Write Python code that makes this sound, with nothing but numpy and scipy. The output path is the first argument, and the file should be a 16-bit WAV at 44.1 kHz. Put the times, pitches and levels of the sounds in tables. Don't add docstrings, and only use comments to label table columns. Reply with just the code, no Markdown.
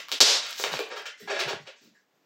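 import sys
import numpy as np
from scipy import signal
from scipy.fft import rfft, irfft
from scipy.io import wavfile
from scipy.ndimage import uniform_filter1d

SR = 44100
rng = np.random.default_rng(int(sys.argv[2]) if len(sys.argv) > 2 else 0)


def int16_out(signal):
    q = np.round(np.clip(np.atleast_2d(signal).T, -1, 1) * 32767)
    wavfile.write(sys.argv[1], SR, q.astype(np.int16))


def undo_db(level):
    steps = np.asarray(level, float) / 20
    return 10 ** steps


N = 99225
LEAD_S = 0.1

POP_TIMES = [.0847, .0849, .1169, .2046, .2274, .529, .599, .6394, .6405, .7315, .739, .770, .7918, .793,
             .805, 1.0543, 1.317, 1.391, 1.395, 1.413, 1.437, 1.481, 1.532, 1.666]
# peak in dB, ring in Hz, Q, thump in dB, air in dB.
POP_SOUNDS = [(-29.5, 1150, 4, -33.5, -9), (-10.5, 3140, 2, -22, 5), (1.5, 3360, 2, -17, 0),
              (10, 4420, 1.63, -18, -21), (0, 5000, 2.2, -47.5, -3), (-13.5, 4000, 1.9, -50.5, -26),
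              (-12, 460, 2.5, 3, -25), (0.5, 2200, 2.2, 3.5, -28), (-7.5, 3400, 6.5, -27, -30),
              (-13, 4100, 6.6, -21, -15), (-5.5, 830, 2.2, 0, -19), (-14.5, 2400, 9.2, -27, -30),
              (-3.5, 1700, 0.61, -14, -30), (-13.5, 450, 3.7, -20, -45.5), (-14, 392, 3.4, -19, -40),
              (-33, 1960, 1.6, -29.5, -10.5), (-13, 1720, 11, -13, -31), (-13, 2350, 4.3, -5.5, -10),
              (-11, 2500, 5, -20, -18), (-3, 2200, 2.4, -20, -13), (-6, 2600, 5, -22, -18),
              (-32, 1600, .66, -15, -19), (-5.5, 740, 2.2, -4, -35), (-34.5, 2600, 2.7, -20, -19)]
POP_WALL_SENDS = [-3.5, -6, -3.5, 2.5, -25, -18, -12, -8, -17, -21.5, -27, -26.5, -16, -25, -19, 11.5, -20,
                  4.5, -19, -26, -25, -21, -28, 13]
RUSTLE_TIMES = [-.04, .403, .47, .568, .64, .706, .79, .899, .956, 1.055, 1.173, 1.195, 1.39, 1.478, 1.6,
                1.665, 1.75, 1.8, 1.93]
# length in seconds, level in dB, centre in Hz, thump in dB, air in dB.
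RUSTLE_SOUNDS = [(.037, -47, 2780, -17.5, 2), (.17, -47, 3160, -52, -13), (0.18, -52.5, 4400, -42, 3.5),
                 (0.11, -39.5, 5600, -50, 5), (0.057, -53, 3200, 0.5, -10), (0.076, -43, 2860, -3.5, 1.5),
                 (0.012, -44.5, 2360, 0, 4), (0.039, -50.5, 2000, 3, -18), (0.036, -45.5, 2140, -3.5, -2),
                 (0.011, -39, 2430, -19, -6), (0.026, -51, 7800, -26, -6.5), (0.02, -52, 3000, -23, 8.5),
                 (0.016, -32.5, 3250, -36.5, -3.5), (0.019, -38.5, 2600, -1.5, -2),
                 (0.051, -54, 4500, -30, 0), (0.02, -58, 2000, -30, -14), (.06, -60, 6000, -30, -5),
                 (0.1, -60.5, 4400, -17, 6), (0.08, -65, 8500, -26, -13)]
# moment in seconds, peak in dB.
FILM_TICKS = [(0.451, -45), (0.465, -42), (0.497, -33), (0.5085, -29), (0.5615, -37), (0.5874, -42),
              (0.5984, -33), (.4845, -46), (.49, -44), (0.72, -35), (0.7915, -46), (0.8235, -40),
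              (0.889, -40), (0.9741, -61), (0.981, -47), (1.0209, -40), (1.0604, -39), (1.207, -65)]
# start in seconds, length in seconds, level in dB.
SCRAPE_EVENTS = [
    (1.273, 0.023, -47),
    (1.292, 0.037, -40.5),
    (1.332, .065, -44),
    (1.386, 0.05, -41.5),
    (1.469, 0.049, -41),
    (1.67, 0.01, -66),
]
# frequency in Hz, width in Hz, level in dB.
SURFACE_MODES = [(403, 50, 2.5), (579, 27, 2.5), (663, 33, 2.5), (806, 52, 3), (1080, 56, -7.5),
                 (1375, 85, -3), (1682, 34, 6.5), (2290, 330, 3.5), (2627, 34.5, 2.5), (3390, 120, -0.5)]
BUMP_TIMES = [.12, .591, .67, .717, .788, .205, .912, 1.125, 1.196, 1.2, 1.212, 1.294, 1.44, 1.469, 1.53,
              1.58, 1.59, 1.673, 1.72, 1.805, 1.945]
# length in seconds, level in dB, resonance in Hz, Q.
BUMP_SOUNDS = [(0.051, -54.5, 300, 2.9), (0.027, -52, 590, 0.81), (.04, -62.5, 160, 3),
               (0.066, -47, 179, 1.3), (0.042, -41, 420, 2.6), (0.043, -39, 280, 2), (0.054, -44, 532, 4.2),
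               (0.088, -52, 2030, 14), (0.041, -50, 413, 12.4), (0.091, -60, 1860, 8),
               (0.064, -52, 203, 2.1), (0.135, -53, 564, 5), (0.061, -43.5, 135, 2.6),
               (0.096, -41.5, 415, 1.5), (0.048, -44.5, 120, 0.77), (0.1, -50, 1970, 8),
               (0.07, -44.5, 144, 2), (0.03, -51, 540, 2.1), (.17, -65.5, 1800, 4.5),
               (0.16, -55, 254, 1.53), (0.083, -62, 1750, 5.2)]
# delay in seconds, level in dB.
EARLY_ECHOES = [(.0014, 0), (.0057, -2), (.0075, -0.5), (.0088, 0), (0.0114, -8), (0.0224, -5), (0.026, -3)]
# band in Hz, T60 in seconds.
ROOM_DECAY = [(150, 0.36), (450, 0.54), (850, 0.25), (1600, 0.49), (4000, 0.41), (8000, 0.35),
              (13000, 0.093)]
# frequency in Hz, density in dB per Hz.
NOISE_COLOUR = [(40, -38), (120, -12.5), (230, -2.5), (600, -6), (1750, -12), (7000, -21), (10000, -37),
                (13000, -25)]
# frequency in Hz, response in dB.
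MIC_COLOUR = [(60, -45), (280, -9.5), (430, 3), (5800, -4.5), (7500, -8.5), (10200, -20), (11500, -17),
              (15800, -13)]
# frequency in Hz, level of a spectral cell in dB.
SUPPRESSOR_EDGE = [(100, -90.5), (350, -62), (800, -75), (1500, -79.5), (1900, -89), (5000, -88),
                   (10000, -91.5), (15000, -95)]
# time in seconds, gain in dB.
GAIN_RIDE = [(0, 3.5), (0.185, -0.5), (0.19, -6), (0.2025, -21), (0.2038, 2), (0.24, -3.5), (0.301, 5.5),
             (0.372, 11), (0.452, 3.5), (.56, 1), (1.098, -3), (1.17, -9), (1.27, -0.5), (1.559, -5.5),
             (1.651, -15), (1.678, -1.5), (1.78, -7.5), (2.25, -4)]


def level(x, db):
    return x * undo_db(db) / np.sqrt(np.mean(x ** 2) + 1e-30)


def ring(x, hz, q):
    return signal.lfilter(*signal.iirpeak(hz, q, fs=SR), x)


def high(x, hz, order=4):
    return signal.sosfilt(signal.butter(order, hz, "high", fs=SR, output="sos"), x)


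def add(out, x, t):
    i = int((t + LEAD_S) * SR)
    out[i:i + len(x)] += x[:len(out) - i]


def minimum_phase(points, size):
    hz, db = np.array(points, float).T
    f = np.maximum(np.fft.rfftfreq(size, 1 / SR), 1)
    cepstrum = irfft(np.log(undo_db(np.interp(np.log(f), np.log(hz), db))))
    cepstrum[1:size // 2] *= 2
    cepstrum[size // 2 + 1:] = 0
    return irfft(np.exp(rfft(cepstrum)))


def ring_thump_air(x, hz, q, thump_db, air_db):
    thump = ring(ring(x, 710, 0.2), 710, 0.2)
    return level(ring(x, hz, q), 0) + level(thump, thump_db) + level(high(x, 11200), air_db)


def grains(length):
    grains_per_s, spread_db, attack_share = 5000, 3.0, 0.14
    n = int(length * SR)
    u = np.arange(n) / n
    hit = rng.random(n) < grains_per_s / SR
    sign = np.sign(rng.random(n) - 0.5)
    size = undo_db(-spread_db * np.log(rng.random(n) + 0.063))
    swell = np.minimum(u / attack_share, (1 - u) / (1 - attack_share)) ** 0.7
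    return np.r_[hit * sign * size * swell, np.zeros(1024)]


def pops(near, walls):
    click = np.r_[1.0, -0.4, np.zeros(1024)]
    for t, (db, *tone), send_db in zip(POP_TIMES, POP_SOUNDS, POP_WALL_SENDS):
        pop = ring_thump_air(click, *tone)
        pop = pop / np.abs(pop).max() * undo_db(db)
        add(near, pop, t)
        add(walls, pop * undo_db(send_db), t)
    return near, walls


def rustles(out):
    for t, (length, db, hz, thump_db, air_db) in zip(RUSTLE_TIMES, RUSTLE_SOUNDS):
        crackle = ring_thump_air(grains(length), hz, 0.93, thump_db, air_db)
        add(out, undo_db(db) * crackle, t)
    return out


def ticks(out):
    for t, db in FILM_TICKS:
        burst = rng.standard_normal(256) * np.exp(-np.arange(256) / 23.0)
        tick = high(burst, 11000, order=2)
        add(out, tick / np.abs(tick).max() * undo_db(db + 20.5), t)
    return out


def scrapes(out):
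    wander, vary_db = 0.015, 2.0
    for t, length, db in SCRAPE_EVENTS:
        x = grains(length)
        body = 0
        for hz, width, mode_db in SURFACE_MODES:
            shift, lift = rng.standard_normal(2)
            mode = ring(x, hz * (1 + wander * shift), hz / width)
            body = body + level(mode, mode_db + vary_db * lift)
        hiss = ring_thump_air(x, 1950, 1.0, 2, -29)
        add(out, undo_db(db) * (level(body, 0) + level(hiss, -1.5)), t)
    return out


def bumps(out):
    for t, (length, db, hz, q) in zip(BUMP_TIMES, BUMP_SOUNDS):
        push = ring(ring(grains(length), hz, q), hz, q)
        add(out, level(push, db), t)
    return out


def room():
    t = np.arange(SR // 2) / SR
    tail = 0
    for hz, t60 in ROOM_DECAY:
        band = ring(ring(rng.standard_normal(len(t)), hz, 0.7), hz, 0.7)
        tail = tail + level(band, 0) * np.sqrt(hz / 5300.0) * undo_db(-60 * t / t60)
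    h = undo_db(-26) * tail * (1 - np.exp(-t / 0.006))
    for delay, db in EARLY_ECHOES:
        puff = rng.standard_normal(256) * np.exp(-t[:256] / 0.00041)
        i = int(delay * SR)
        h[i:i + 256] += undo_db(db) * puff / np.sqrt(np.sum(puff ** 2))
    return h


def self_noise():
    hum = signal.fftconvolve(rng.standard_normal(N + 4096), minimum_phase(NOISE_COLOUR, 4096))[4096:4096 + N]
    hold = 1500
    steps = np.repeat(rng.standard_normal(N // hold + 1), hold)
    flicker_db = 1.5 * uniform_filter1d(steps, hold)[:N]
    return level(hum * undo_db(flicker_db), -66.5)


def suppress(x):
    f, _, cells = signal.stft(x, SR, nperseg=512)
    hz, db = np.array(SUPPRESSOR_EDGE, float).T
    power = uniform_filter1d(np.abs(cells) ** 2, size=5, axis=-2)
    power = uniform_filter1d(power, size=3, axis=-1)
    edge = undo_db(np.interp(np.log(f + 1), np.log(hz), db))[:, None] ** 2
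    gain = np.maximum(power / (power + edge), undo_db(-12))
    return signal.istft(cells * gain, SR, nperseg=512)[1][..., :N]


def scene():
    lead = int(LEAD_S * SR)
    size = N + lead
    near, pop_send = pops(np.zeros(size), np.zeros(size))
    film = rustles(np.zeros(size)) + scrapes(np.zeros(size))
    soft = high(bumps(np.zeros(size)), 120, order=2)
    walls = signal.fftconvolve(pop_send + film + undo_db(-15.5) * soft, room())[:size]
    air = near + film + ticks(np.zeros(size)) + walls
    heard = signal.fftconvolve(air, minimum_phase(MIC_COLOUR, 2048))[:size]
    mix = heard * undo_db(-4.0) + soft
    return mix[lead:][None]


def top_cut(x):
    return signal.sosfilt(signal.butter(12, 16810, fs=SR, output="sos"), x)


def record(dry):
    s, db = np.array(GAIN_RIDE, float).T
    x = (suppress(dry) + self_noise()) * undo_db(np.interp(np.arange(N) / SR, s, db))
    ceiling = 0.93
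    x = np.tanh(x / ceiling) * ceiling
    x = high(x, 70, order=2)
    top = signal.ellip(10, 0.2, 60, 15800, fs=SR, output="sos")
    return top_cut(signal.sosfilt(top, x))


dry = scene()
out = record(dry)
int16_out(out)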